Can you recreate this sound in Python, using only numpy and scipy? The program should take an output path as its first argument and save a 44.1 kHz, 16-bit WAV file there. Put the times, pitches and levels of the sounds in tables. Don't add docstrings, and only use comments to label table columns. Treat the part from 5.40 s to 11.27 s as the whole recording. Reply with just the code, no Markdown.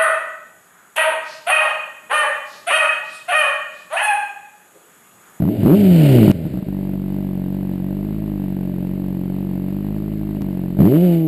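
import sys
import numpy as np
from scipy import signal
from scipy.fft import rfft, irfft
from scipy.io import wavfile
from scipy.ndimage import uniform_filter1d

SR = 44100
rng = np.random.default_rng(int(sys.argv[2]) if len(sys.argv) > 2 else 0)


def field_ratio(decibels):
    return 10 ** (np.asarray(decibels, dtype=float) / 20)


def wav_record(signal):
    frames = np.transpose(np.atleast_2d(signal))
    bounded = np.clip(frames, -1, 1)
    quanta = np.round(bounded * 32767).astype(np.int16)
    wavfile.write(sys.argv[1], SR, quanta)


N = 258999
TIME = np.arange(N) / SR
CHANGE_S = 5.0193
IDLE_PER_S = 46.766


def evened(x):
    return x / np.sqrt(np.mean(x ** 2) + 1e-20)


def curve(rows, column=1):
    rows = np.asarray(rows, float)
    return np.interp(TIME, rows[:, 0], rows[:, column])


def coloured(x, points):
    points_hz, points_db = np.transpose(points)
    hz = np.fft.rfftfreq(N, 1 / SR)
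    gain_db = np.interp(np.log(hz + 1), np.log(points_hz), points_db)
    return evened(irfft(rfft(x) * field_ratio(gain_db), N))


# start in seconds, name of the way of running.
RIDE = [(0, "pull"), (0.1, "ease"), (.17, "coast"), (0.229, "pull"), (0.35, "overrun"), (.58, "starve"),
        (.735, "pop"), (.865, "coast"), (.95, "stumble"), (1.16, "stall"), (1.294, "idle"), (5.38, "pull"),
        (5.458, "top"), (5.584, "cruise"), (5.8, "settle")]


def running(table, column, glide_s=.03):
    now = np.searchsorted([start_s for start_s, _ in RIDE], TIME, "right") - 1
    values = np.array([table[way][column] for _, way in RIDE], float)
    return uniform_filter1d(values[now.clip(0)], size=round(glide_s * SR), mode="nearest")


def revs(rate):
    return np.clip((rate - 60) / 70, 0, 1)


# time in seconds, firings per second.
BLIPS = [
    [(0, 45.79), (.05, 69.35), (.1, 110.37), (.132, 117.98), (.2, 103.18), (.236, 75.64)],
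    [(.31, 149.35), (.35, 200.85), (.39, 209.74), (.46, 190.34), (.62, 152.8), (.88, 97.25), (1.0, 81.51),
     (1.2, 55.95), (1.28, 48.0)],
    [(4.95, 49.2), (5.3, 44.6), (5.372, 46.46), (5.4, 65), (5.44, 86.45), (5.57, 164.3), (5.64, 183.5),
     (5.7, 171.7), (5.873, 156.6)],
]
# swings per second, size in firings per second, rising at seconds.
HUNTING = [(.892, .391, 2.416), (2.193, .544, 2.999), (2.78, .338, 3.181)]
# middle in seconds, extra firings per second, half width in seconds.
SURGES = [(2.802, 5.774, .192), (4.701, 6.855, .392)]


def speed_before():
    idle = IDLE_PER_S - .629 * (TIME - 3)
    for swings_per_s, size, rising_s in HUNTING:
        idle += size * np.sin(2 * np.pi * swings_per_s * (TIME - rising_s))
    for middle_s, size, width_s in SURGES:
        idle += size * np.exp(-((TIME - middle_s) / width_s) ** 2)
    blips_end_s = BLIPS[1][-1][0]
    return np.where(TIME < blips_end_s, curve(BLIPS[0] + BLIPS[1]), idle)


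def speed_after():
    return curve(BLIPS[2]) * (TIME >= BLIPS[2][0][0])


LEVELS = {"pull": (2.5, -45, -19.5, -43.5), "ease": (-5.5, -30, -18.5, -49),
          "overrun": (-8.5, -3.5, -20.5, -39.5), "starve": (-13, -2.5, -19.5, -35),
          "pop": (0, -4.5, -17.5, -36.5), "coast": (-41, -4.5, -19, -37), "stumble": (-23, -1, -20, -38),
          "stall": (-25, -16, -20, -40), "idle": (2.5, -10, -22.5, -40.5), "top": (1, -39, -21, -44.5),
          "cruise": (-1.5, -56, -28.5, -42), "settle": (-3, -48, -27.5, -51)}
# frequency in Hz, level in dB per Hz.
CASING = [(430, -30), (540, -1.5), (625, 15.5), (720, -3), (1200, -8), (1560, -4), (2060, -3), (2600, -4),
          (2860, -3), (3320, -9.5), (3820, -8.5), (4580, -10.5), (5690, -22), (6200, -41)]
# frequency in Hz, level in dB per Hz.
CASING_REVVED = [(430, -24), (620, 13.5), (800, -0.5), (1150, -13), (1420, -4.5), (1670, -7.5), (2280, -2),
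                 (2690, -2.5), (2920, 1.5), (3300, -7.5), (4260, -10), (4580, -9), (5460, -20.5),
                 (6200, -24)]


def valve_rattle(rate):
    unevenness = evened(uniform_filter1d(rng.standard_normal(N), 150))
    ticks = rng.standard_normal(N) * field_ratio(1.36 * unevenness)
    fast = regular_share = revs(rate)
    idle_ring = np.sqrt(1 - regular_share) * coloured(ticks, CASING)
    revved_ring = np.sqrt(fast) * coloured(ticks[::-1], CASING_REVVED)
    level_db = running(LEVELS, column=3, glide_s=.15)
    level_db = level_db + 2 * np.log2(rate / IDLE_PER_S)
    return field_ratio(level_db + 4.5) * (idle_ring + revved_ring)


def gear_whine(rate, turns):
    return field_ratio(-52.5) * revs(rate) ** 2 * np.sin(2 * np.pi * turns * 7)


# frequency in Hz, width in Hz, then levels in dB for
PIPE = [(56, 17.4, -20.5, -39.5, -41.5, -19), (98, 140, -42, -3, 22.5, -13),
        (136.9, 56.6, -5.5, -22, -11, -18), (185.9, 40.7, 0.5, -3.5, -12, -21.5),
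        (298.8, 66.6, 2, 0, 1.5, 2), (386, 39, -22, -2.5, -15.5, -13), (530.7, 44, -26, -3, -38.5, -19),
        (598, 62, -36.5, -39, -13.5, 0.5), (860, 280, -36, -44, -34, -31.5)]
LEAD = 220


def pipe(column, puff_ms, dip, dip_ms):
    t = np.arange(6000) / SR
    ring = np.zeros(len(t))
    for row in PIPE:
        hz, width_hz = row[:2]
        ring += field_ratio(row[column]) * np.exp(-np.pi * width_hz * t) * np.cos(2 * np.pi * hz * t)
    ms = 1000 * t[:500] - 5
    puff = np.exp(-(ms / puff_ms) ** 2) - dip * np.exp(-((ms + dip_ms) / puff_ms) ** 2)
    answer = np.convolve(ring, puff)
    answer = np.roll(answer, LEAD - np.argmax(answer))
    return answer / answer.max()


def gas_roar(turns):
    gust = 1.8 + np.exp(-(turns % 1))
    hiss = gust * rng.standard_normal(N)
    roar = signal.oaconvolve(hiss, pipe(column=5, puff_ms=0.58, dip=0.19, dip_ms=1.33))
    return field_ratio(running(LEVELS, column=2)) * evened(roar[:N])


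# level in dB, lateness as a share of a firing.
CYLINDERS = [(0, 0), (-.8, .018), (.2, .003), (-.6, .015)]
ROUGHNESS = {"pull": (.12, .8), "ease": (.18, 1), "overrun": (.12, 1.7), "starve": (.11, 1.8),
             "pop": (.13, 1.3), "coast": (.22, 1), "stumble": (.4, 1), "stall": (.3, 1), "idle": (.09, .9),
             "top": (.07, .5), "cruise": (.06, .45), "settle": (.05, .4)}
# time in seconds, puff level in dB against overload.
CATCHES = [(.233, 1.5), (.263, 3), (0.88, 2.5), (.900, 0.5), (0.909, -8), (1.054, 5), (1.067, 5),
           (1.141, 4), (1.157, -2.5), (1.174, 3), (1.19, -1.5), (1.227, 1), (1.268, -5), (1.286, 2.5),
           (5.405, -4), (5.431, -5.5)]
# time in seconds, level in dB against overload.
GULPS = [(0.025, 4), (0.263, 9.5), (.280, 0), (0.955, 2), (1.004, -16), (1.029, -13), (1.111, -9),
         (1.127, -9)]


def exhaust_pulses(rate, turns):
    count = np.arange(1, int(turns[-1]) + 1)
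    chance = rng.standard_normal((len(count), 3))
    due = np.searchsorted(turns, count)
    uneven = running(ROUGHNESS, column=0)[due]
    imbalance = running(ROUGHNESS, column=1)[due]
    step_db, late = np.transpose(CYLINDERS)[:, count % 4] * imbalance
    fast = revs(rate)

    at = np.searchsorted(turns, count + late + .045 * uneven * chance[:, 0]).clip(0, N - 1)
    after = np.searchsorted(turns, count + late + 0.41 * fast[at]).clip(0, N - 1)
    burnt, suck = np.zeros((2, N))
    burnt[at] = field_ratio(running(LEVELS, column=0)[at] + step_db + 6 * uneven * chance[:, 1])
    suck[after] = field_ratio(running(LEVELS, column=1)[at] + 2.5 * step_db + 6 * uneven * chance[:, 2])
    lazy, hard = burnt * (1 - fast), burnt * fast
    for s, db in CATCHES:
        lazy[round(s * SR)] += field_ratio(db)
    for s, db in GULPS:
        suck[round(s * SR)] += field_ratio(db)

    puffs = field_ratio(1.0) * signal.oaconvolve(lazy, pipe(column=2, puff_ms=1.0, dip=0.23, dip_ms=2.285))
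    puffs += signal.oaconvolve(hard, pipe(column=3, puff_ms=0.66, dip=0.33, dip_ms=1.794))
    sucks = signal.oaconvolve(suck, pipe(column=4, puff_ms=0.68, dip=0.67, dip_ms=2.72))
    drain = signal.butter(2, 90, "high", fs=SR, output="sos")
    sucks = signal.sosfilt(drain, sucks)
    return (puffs - sucks)[LEAD:N + LEAD]


def exhaust(rate, first_turn):
    turns = np.cumsum(rate) / SR + first_turn
    return exhaust_pulses(rate, turns) + gas_roar(turns) + gear_whine(rate, turns)


def scene():
    before, after = speed_before(), speed_after()
    first_view = TIME < CHANGE_S
    engine = np.where(first_view, exhaust(before, first_turn=.84), exhaust(after, first_turn=.38))
    rate = np.where(first_view, before, after)
    rumble = signal.sosfiltfilt(signal.butter(4, 82, fs=SR, output="sos"), engine)
    return (engine - 0.79 * revs(rate) * rumble + valve_rattle(rate))[None]


def treble_dropouts(x):
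    hz, t, z = signal.stft(x, SR, nperseg=1024)
    runs = evened(uniform_filter1d(rng.standard_normal((2, len(t))), size=5, axis=1))
    runs = runs + .6 * runs[::-1]
    for (low_hz, high_hz), run in zip([(13000, 13700), (13700, 14400)], runs):
        z[:, (hz > low_hz) & (hz <= high_hz)] *= np.where(run > .6, 1, .02)
    return signal.istft(z, SR, nperseg=1024)[1][:, :N]


def band_limit(x):
    return signal.sosfilt(signal.butter(12, 16590, fs=SR, output="sos"), x)


# time in seconds, level in dB.
VOLUME = [(0, -9.8), (.26, -4), (.33, -2.5), (.6, -1), (.9153, -.3), (.91535, -14), (5.372, -14),
          (5.39, -6.4), (5.403, -2.7), (5.535, -3.8), (5.873, -5.5)]


def record(dry):
    clipped = np.clip(dry, -1, 1)
    slow = signal.resample_poly(clipped, 40, 147, axis=1, window=("kaiser", 8))
    held = signal.resample_poly(np.repeat(slow, 4, axis=1), 147, 160, axis=1)[:, :N]
    held = np.pad(held, ((0, 0), (0, N - held.shape[1])))
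    from_change_s = TIME - CHANGE_S
    click = .25 * np.sign(from_change_s) * np.exp(-abs(from_change_s) / .002)
    fade_out = np.clip((N / SR - TIME) / .003, 0, 1)
    edited = (held + click) * field_ratio(curve(VOLUME)) * fade_out - .002
    lowpass = signal.firwin(401, 15300, window=("kaiser", 9), fs=SR)
    edited = signal.oaconvolve(edited, lowpass[None], "same")
    finished = treble_dropouts(edited)
    return band_limit(finished)


dry = scene()
out = record(dry)
wav_record(out)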